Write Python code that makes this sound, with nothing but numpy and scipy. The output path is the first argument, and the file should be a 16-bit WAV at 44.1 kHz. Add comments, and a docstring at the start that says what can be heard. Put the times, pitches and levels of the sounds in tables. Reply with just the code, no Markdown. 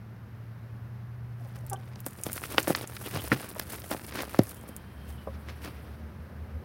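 """A far engine's hum and outdoor rumble come first, heard by a phone lying in a hen house's wood shavings.
Then a hen clucks softly (harmonics through a throat) and litter is scratched up: thick noise grains rustle
and patter, filtered impulses strike the phone, noise bursts snap on its case and narrow bands squeak.
Late on, a foot knocks on a board (decaying modes), a thin whistle sags and the engine's roar grows."""
import sys
import numpy as np
from scipy import signal
from scipy.fft import rfft, irfft, next_fast_len
from scipy.io import wavfile
from scipy.ndimage import uniform_filter1d

SR = 44100
rng = np.random.default_rng(int(sys.argv[2]) if len(sys.argv) > 2 else 0)


def persist_wave(psi):
    """Save psi, clipped to +-1, as 16-bit WAV."""
    counts = np.round(np.clip(psi, -1, 1) * 32767).astype(np.int16)
    wavfile.write(sys.argv[1], SR, np.atleast_2d(counts).T)


N = 292824
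T = np.arange(N) / SR

# sweeps of a foot or wing through the litter:
# (middle [s], half length [s], body level [dB], crackle relative to body [dB])
SWEEPS = [(1.56, 0.0082, -54, -1.5), (2.072, .008, -50.5, 9), (2.265, 0.0041, -33, -4),
          (2.458, 0.0089, -44, -2), (2.522, 0.022, -41, -5), (2.593, .012, -35, -2), (2.692, 0.016, -36, 3),
          (2.779, 0.019, -41.5, -5), (3.065, .012, -41.5, -2), (3.156, 0.026, -37, -8),
          (3.332, .013, -35, -8), (3.41, 0.039, -45.5, -5), (3.729, 0.029, -43.5, 2.5),
          (3.923, .011, -33, -2), (4.088, 0.00071, -33, -12), (4.184, 0.028, -35, -8.5),
          (4.36, 0.059, -49, -12), (4.499, 0.015, -53, 8.5), (4.689, 0.0057, -51.5, 5),
          (5.093, 0.032, -55.5, -1), (5.495, 0.0097, -42, -16), (5.654, 0.02, -41, -9)]
# spectrum of the papery body of big flakes: (frequency [Hz], relative level [dB])
FLAKE_BODY = [(100, -12), (300, 2.5), (900, -6.5), (1700, -7), (2700, -10), (3700, -14), (5300, -15),
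              (7200, -25), (9000, -37.5)]
# spectrum of the crackle of dry edges: (frequency [Hz], relative level [dB])
EDGE_CRACKLE = [(2000, -21), (5000, -8), (7500, -7), (8600, -1), (10000, 0), (16000, -3)]


def undb(db):
    """Decibels to amplitude gain."""
    return 10 ** (np.asarray(db) / 20)


def unit(x):
    """Scale to rms 1."""
    return x / np.sqrt(np.mean(x ** 2))


def curves(rows):
    """Each column of a table after the time, joined by straight lines."""
    s, *columns = np.transpose(rows)
    return [np.interp(T, s, column) for column in columns]


def colour(x, points):
    """Filter by a (Hz, dB) spectrum with minimum phase, so nothing sounds early, as in a passive body."""
    size = next_fast_len(len(x) + 1024) * 2
    hz, db = np.transpose(points)
    f = np.maximum(np.fft.rfftfreq(size, 1 / SR), 1)
    gain = undb(np.interp(np.log(f), np.log(hz), db))
    # folding the cepstrum forward in time gives the minimum phase
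    cepstrum = irfft(np.log(gain))
    cepstrum[1:size // 2] *= 2
    cepstrum[size // 2 + 1:] = 0
    response = np.exp(rfft(cepstrum))
    return irfft(rfft(x, size) * response)[:len(x)]


def band(x, hz, octaves):
    """Band-pass around a centre, with its edges kept below the top of the spectrum."""
    edges = hz * 2 ** (np.array([-.5, .5]) * octaves)
    edges = np.minimum(edges, [.4 * SR, .45 * SR])
    return signal.sosfilt(signal.butter(2, edges, "band", fs=SR, output="sos"), x)


def walk(rate):
    """Smooth random drift of rms 1, drawing `rate` new values a second."""
    k = int(SR / rate)
    held = np.repeat(rng.standard_normal(N // k + 1), k)
    smooth = uniform_filter1d(uniform_filter1d(held, k), k)
    return unit(smooth[:N])


def fade(t, t60):
    """Exponential decay that falls 60 dB in t60 seconds."""
    return undb(-60 * t / t60)


def swell(middle, half):
    """Bell-shaped rise and fall of a rubbing gesture."""
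    return np.exp(-.5 * ((T - middle) / half) ** 2)


def add(out, s, x):
    """Mix a sound in at a time in seconds."""
    i = int(s * SR)
    out[i:i + len(x)] += x[:N - i]


def grains(rate, spread_db, smear_t60):
    """Countless tiny contacts of uneven size (`rate` a second), each with a short scratchy tail."""
    size = undb(spread_db * np.minimum(rng.exponential(size=N), 4.5)) * rng.choice([-1, 1], N)
    clicks = size * (rng.random(N) < rate / SR)
    smear = fade(T[:400], smear_t60)
    energy = np.abs(signal.fftconvolve(clicks ** 2, smear ** 2)[:N])
    tail = 0.21 * rng.standard_normal(N) * np.sqrt(energy)
    return unit(clicks + tail)


def echoes(t, t60):
    """Dense reflections from the close wooden walls: coloured, decaying noise with unit energy."""
    # ring of the wooden box: (frequency [Hz], relative level [dB])
    box_ring = [(90, 4.5), (200, -6.5), (380, -1.5), (520, 0.5), (1000, -4), (1800, 1.5), (8000, -10.5)]
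    onset = 1 - np.exp(-t / 0.00048)
    tail = colour(rng.standard_normal(len(t)), box_ring) * fade(t, t60) * onset
    return tail / np.linalg.norm(tail)


def engine_note(rows, gain_db, waver_db, third_db):
    """A low note that throbs against a weaker neighbour and wavers on its way through the air."""
    hz, db = curves(rows)
    phase = 2 * np.pi * np.cumsum(hz * (1 + 0.009 * walk(20))) / SR
    neighbour = undb(-9) * np.sin(phase * 11 / 12 + .6 * walk(12))
    third_harmonic = undb(third_db) * np.sin(3 * phase + walk(25))
    tone = np.sin(phase) + neighbour + third_harmonic
    return np.sqrt(2) * undb(db + gain_db + waver_db * walk(22)) * tone


def engine_hum():
    """The far engine's two notes, each with its own slow glide and level."""
    # upper note: (time [s], pitch [Hz], level before the gain below [dB])
    upper_note = [(0, 113.3, -43.5), (.6, 117, -42), (1.2, 119, -38), (1.7, 121.9, -38.5),
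                  (2.3, 121.3, -49.5), (3, 119.6, -45.5), (3.6, 115.8, -54.5), (5.1, 115.4, -54.5),
                  (6.64, 110.8, -55)]
    # lower note: (time [s], pitch [Hz], level before the gain below [dB])
    lower_note = [(0, 76.15, -58.5), (2.6, 71, -49), (4.9, 71.6, -51), (5.1, 73.05, -39.5),
                  (5.8, 75.03, -41.5), (6.64, 79, -42.5)]
    upper = engine_note(upper_note, gain_db=-2, waver_db=1, third_db=-35.5)
    lower = engine_note(lower_note, gain_db=-4.0, waver_db=4.0, third_db=-15)
    return upper + lower


def yard_air():
    """Outdoor rumble and hiss: coloured noise with a slow drift in level."""
    # spectrum of the outdoor air: (frequency [Hz], relative level [dB])
    air_spectrum = [(15, -38), (25, -32.5), (64, -11.5), (92, -4.5), (114, -9), (137, -9), (161, -12),
                    (206, -9.5), (270, -20), (516, -26), (677, -26.5), (1650, -29), (3300, -45),
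                    (5500, -49.5), (7600, -57.5), (12500, -48), (16000, -53)]
    # its loudness: (time [s], level [dB])
    air_level = [(0, -48.5), (4.8, -47), (5.6, -46), (6.64, -46.5)]
    air = unit(colour(rng.standard_normal(N), air_spectrum))
    return air * undb(curves(air_level)[0] + 0.38 * walk(4.03))


def engine_roar(hz=430, octaves=0.89):
    """Coarse band of noise that grows as the engine labours."""
    # (time [s], level [dB])
    roar_level = [(4.5, -72), (5.9, -60), (6.64, -55.5)]
    return unit(band(rng.standard_normal(N), hz, octaves)) * undb(curves(roar_level)[0])


def whistle(gain_db=-2, drift_rate=220):
    """A thin airy tone that sags as it ends: random drift on two quadrature waves blurs its pitch."""
    # (time [s], pitch [Hz], level before the gain and flicker [dB])
    whistle_path = [(4.45, 3200, -90), (4.6, 3200, -65), (4.8, 3150, -72), (5.1, 3170, -67),
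                    (5.24, 2950, -64), (5.3, 2900, -90)]
    hz, db = curves(whistle_path)
    phase = 2 * np.pi * np.cumsum(hz) / SR
    tone = walk(drift_rate) * np.sin(phase) + walk(drift_rate) * np.cos(phase)
    return tone * undb(db + gain_db + 2 * walk(30))


def shower():
    """Body and crackle level of falling shavings in dB: the trickle's power plus what each sweep throws up."""
    # trickle under the sweeps, swelling and thinning: (time [s], body level [dB], crackle level [dB])
    trickle_flow = [(1.2, -68, -85), (1.45, -65.5, -68.5), (1.95, -60.5, -71), (2.17, -59, -59.5),
                    (2.35, -51, -48), (2.8, -43, -51), (2.93, -51, -49.5), (3.6, -51, -53.5),
                    (4.4, -53, -54.5), (4.8, -58.5, -68.5), (5.85, -55, -65.5), (6.15, -64.5, -77)]
    # a sweep of this half length throws up flakes that patter down; longer ones throw more
    sweep_s, settle_db, settle_t60_s = 0.012, -10, .6
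    body, crackle = (undb(column) ** 2 for column in curves(trickle_flow))
    for s, half, db, crisp_db in SWEEPS:
        patter = undb(db + settle_db) * fade(T[:SR], settle_t60_s)
        settling = half / sweep_s * patter ** 2
        add(body, s, settling)
        add(crackle, s, settling * undb(crisp_db) ** 2)
    return 10 * np.log10(body), 10 * np.log10(crackle)


def litter(flow, body_db=-1, flutter_db=3.0, own_db=1.5):
    """Shavings patter down in clumps: big flakes give a papery body, their edges a fine crackle."""
    body, crackle = (undb(level + own_db * walk(70)) for level in flow)
    # single flakes stand out only while litter is flying; otherwise they blur into noise
    near = np.interp(T, [1.3, 1.42, 4.5, 4.8], [0, 1, 1, 0])
    blur = np.sqrt(1 - near ** 2) * rng.standard_normal(N)
    flake_grains = near * grains(rate=600, spread_db=4.0, smear_t60=0.014) + blur
    edge_grains = near * grains(rate=510, spread_db=1.0, smear_t60=0.016) + blur
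    flakes = unit(colour(flake_grains, FLAKE_BODY))
    edges = unit(colour(edge_grains, EDGE_CRACKLE))
    clumps = undb(flutter_db * near * walk(80))
    return clumps * (undb(body_db) * body * flakes + crackle * edges)


def hen(settle=4.52, jitter=0.012, rasp=0.29, room_db=-16, room_t60=0.16):
    """Short clucks whose pitch drops and settles: five harmonics, lifted most near 600 Hz by the throat."""
    # (start [s], length [s], first pitch [Hz], pitch it settles to [Hz], level before swell and rasp [dB])
    cluck_rows = [(1.398, 0.025, 437, 341, -54), (1.442, 0.044, 367, 249, -51.5),
                  (1.564, .03, 305, 264, -52), (1.614, 0.072, 440, 288, -56.5),
                  (1.709, 0.048, 436, 381, -34.5)]
    # gain of the throat: (frequency [Hz], gain [dB])
    throat_gain = [(250, 3), (390, -4.5), (600, 11), (780, 2.5), (1150, -8), (1530, -15.5), (1900, -28)]
    out, waver, flutter = np.zeros(N), walk(350), walk(900)
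    throat_hz, throat_db = np.transpose(throat_gain)
    for s, length, first_hz, last_hz, db in cluck_rows:
        u = np.linspace(0, 1, int(length * SR))
        glide = last_hz + (first_hz - last_hz) * np.exp(-settle * u)
        hz = glide * (1 + jitter * waver[int(s * SR):][:len(u)])
        phase = 2 * np.pi * np.cumsum(hz) / SR
        voice = sum(undb(np.interp(k * hz, throat_hz, throat_db)) * np.sin(k * phase) for k in range(1, 6))
        add(out, s, undb(db) * unit(voice) * np.sin(np.pi * u))
    out *= 1 + rasp * flutter  # uneven cycles roughen the voice
    room = signal.fftconvolve(out, echoes(T[:SR // 5], room_t60))[:N]
    return out + undb(room_db) * room


def strays(flow_db, over_db, spread_db, count):
    """Lone pieces land at random, harder when the shower is thick: rows of (s, peak dB, size 0-1)."""
    # litter is in the air between these times: (start [s], end [s])
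    flying_span = (1.4, 4.7)
    start, end = flying_span
    when, force, size = rng.random((count, 3)).T
    s = start + (end - start) * (np.arange(count) + when) / count
    peak_db = np.interp(s, T, flow_db) + over_db + spread_db * (force - .5)
    return np.transpose([s, peak_db, size])


def strikes(flow_db, ring_t60_1khz=0.033, stray_ring_db=-10, small_hz=3000, large_hz=400, stray_octaves=2.32):
    """Each blow is a band-passed impulse: soft clods low, hard flakes high; the box rings after it."""
    # hardest flakes and clods that strike the phone, with the low thump of a wing flap at 3.152 s: (peak time
    # [s], direct peak [dB], centre [Hz], width [octaves], ring relative to direct blow [dB])
    hard_strikes = [(1.958, -36.5, 5500, 1.3, -1), (2.0662, -24.5, 403, 2.86, -8),
                    (2.2663, -22.5, 350, 2.56, -16), (2.3788, -23, 1710, 1.7, -9),
                    (2.4382, -23, 1870, 1.24, -0.5), (2.5820, -3, 2270, 1.4, -3),
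                    (2.5825, -5.5, 784, 2.9, -6), (2.6739, -17.5, 1180, 2.4, -18),
                    (2.6797, -16, 413, 1.36, -19), (2.7004, -19, 262, 2.5, -2),
                    (2.7063, -12.5, 320, 2.47, -19), (2.75, -13, 2200, 2.2, 0.5),
                    (2.9670, -24.5, 1980, 2.2, -2.5), (3.152, -30.5, 108, 0.77, 3),
                    (3.244, -30, 496, 1.5, -15), (3.3186, -9, 1640, 0.85, -2), (3.3205, -16, 170, 1.7, 1.5),
                    (3.3257, -15, 1000, 3.16, 7), (3.562, -34, 760, 1.1, 6.5), (3.5975, -8, 2170, 6.9, -5),
                    (3.9132, -21.5, 530, 2.06, 1), (3.9477, -22.5, 380, 2.6, -10),
                    (4.124, -27.5, 1450, 3.1, 0), (4.156, -19.5, 600, 5.2, -3),
                    (4.1900, -22.5, 1130, 2.5, 3.5), (4.2342, -24.5, 734, 2, -15),
                    (4.3462, -20, 920, 1.6, -7), (4.3911, -19.5, 2550, 2.5, 2.5),
                    (4.3934, -3.5, 225, 2.34, -14), (4.693, -36, 298, 1.8, -5)]
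    # the phone's case colours every blow: (frequency [Hz], gain before peak scaling [dB])
    case_gain = [(50, -37), (105, 5), (320, 6.5), (410, -0.5), (530, 3), (1000, -2), (1400, -1), (2200, -4),
                 (3600, -6.5), (4200, -4.5), (5500, -0.5), (7200, -16), (16000, -4)]
    out, t = np.zeros(N), T[:SR // 6]
    contact = colour(signal.unit_impulse(len(t)), case_gain)
    light_strikes = [(s, db, small_hz * (large_hz / small_hz) ** size, stray_octaves, stray_ring_db)
                     for s, db, size in strays(flow_db, over_db=16.5, spread_db=4.5, count=54)]
    for s, db, hz, octaves, ring_db in [*hard_strikes, *light_strikes]:
        blow = band(contact, hz, octaves)
        ring_t60 = ring_t60_1khz * (1000 / hz) ** 0.81  # low blows ring longer
        ring = signal.fftconvolve(blow, echoes(t, ring_t60))[:len(t)]
        ring *= undb(ring_db) * np.linalg.norm(blow) / np.linalg.norm(ring)
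        peak = np.abs(blow)
        add(out, s - np.argmax(peak) / SR, undb(db) * (blow + ring) / peak.max())
    return out


def ticks(flow_db, rise=0.00022, snap_t60=0.0022, tail_t60=0.038, tail_db=-20):
    """A splinter gives a bright snap, each at its own pitch, a weaker knock on the phone's case and a brief
    fizz."""
    # loudest dry splinters that snap on the case: (time [s], peak [dB])
    loud_splinters = [(1.6651, -34.5), (1.6986, -26), (1.732, -23), (2.0042, -25.5), (2.0637, -18),
                      (2.2358, -17), (2.3306, -19), (2.6884, -23), (3.24, -23), (3.5952, -22),
                      (4.2223, -20), (4.3885, -22.5), (4.435, -22.5), (4.7645, -23.5)]
    splinter_hz, splinter_octaves, case_hz, case_db = 11000, 0.98, 3500, -13
    out, t = np.zeros(N), T[:SR // 20]
    shape = (1 - np.exp(-t / rise)) * (fade(t, snap_t60) + undb(tail_db) * fade(t, tail_t60))
    light_splinters = strays(flow_db, over_db=20.5, spread_db=4.5, count=32)[:, :2]
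    for s, db in [*loud_splinters, *light_splinters]:
        burst = rng.standard_normal(len(t)) * shape
        own_hz = splinter_hz * np.exp(0.2 * rng.standard_normal())
        snap = band(burst, own_hz, splinter_octaves) + undb(case_db) * band(burst, case_hz, 1)
        add(out, s - rise, undb(db) * snap / np.abs(snap).max())
    return out


def scuffs():
    """A dense swell of litter grains as a foot or wing sweeps through."""
    body = unit(colour(grains(rate=2400, spread_db=5.0, smear_t60=0.011), FLAKE_BODY))
    edges = unit(colour(grains(rate=2400, spread_db=6.5, smear_t60=0.027), EDGE_CRACKLE))
    return sum(undb(db) * swell(s, half) * (body + undb(crisp_db) * edges)
               for s, half, db, crisp_db in SWEEPS)


def squeaks(hz=3100, octaves=0.26):
    """Straws squeak as they rub: quick slips ring a narrow resonance."""
    # (middle [s], half length [s], level [dB])
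    squeak_rows = [(1.762, .005, -56), (2.447, 0.0063, -53), (2.525, 0.008, -48), (3.059, 0.01, -45),
                   (3.197, 0.0064, -41), (5.188, 0.0076, -59)]
    slips = unit(band(grains(rate=3800, spread_db=2, smear_t60=0.008), hz, octaves))
    return slips * sum(undb(db) * swell(s, half) for s, half, db in squeak_rows)


def step(time_s=5.2708, peak_db=-24.5, scrape_t60=0.062, scrape=0.21):
    """A foot lands on a board: a sharp hit and a fading scrape excite its decaying modes."""
    # modes of the board: (frequency [Hz], relative level [dB], t60 [s])
    board_modes = [(228, 2, .05), (430, 4.5, 0.045), (540, 3.5, 0.094), (636, 6.5, 0.042), (806, -3, 0.041),
                   (1005, -6, 0.072), (1105, -8, 0.12), (1210, -8, 0.069), (1500, -12, 0.053)]
    out, t = np.zeros(N), T[:SR // 5]
    modes = sum((-1) ** k * undb(db) * np.sin(2 * np.pi * hz * t) * fade(t, t60)
                for k, (hz, db, t60) in enumerate(board_modes))
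    rub = rng.standard_normal(len(t)) * fade(t, scrape_t60) / np.sqrt(20)
    foot = signal.unit_impulse(len(t)) + scrape * rub
    knock = signal.fftconvolve(modes, foot)[:len(t)]
    add(out, time_s, undb(peak_db) * knock / np.abs(knock).max())
    return out


def scene():
    """Everything in the coop, on one microphone."""
    far = engine_hum() + yard_air() + engine_roar() + whistle()
    body_db, crackle_db = shower()
    shavings = litter((body_db, crackle_db)) + strikes(body_db) + ticks(crackle_db) + scuffs() + squeaks()
    return (far + shavings + hen() + step())[None]


def record(dry):
    """The phone sheds the deep bass below 40 Hz and cuts the top above 16 kHz."""
    thin = signal.sosfilt(signal.butter(2, 40, "high", fs=SR, output="sos"), dry)
    return signal.sosfilt(signal.ellip(10, .2, 70, 16000, fs=SR, output="sos"), thin)


dry = scene()
out = record(dry)
persist_wave(out)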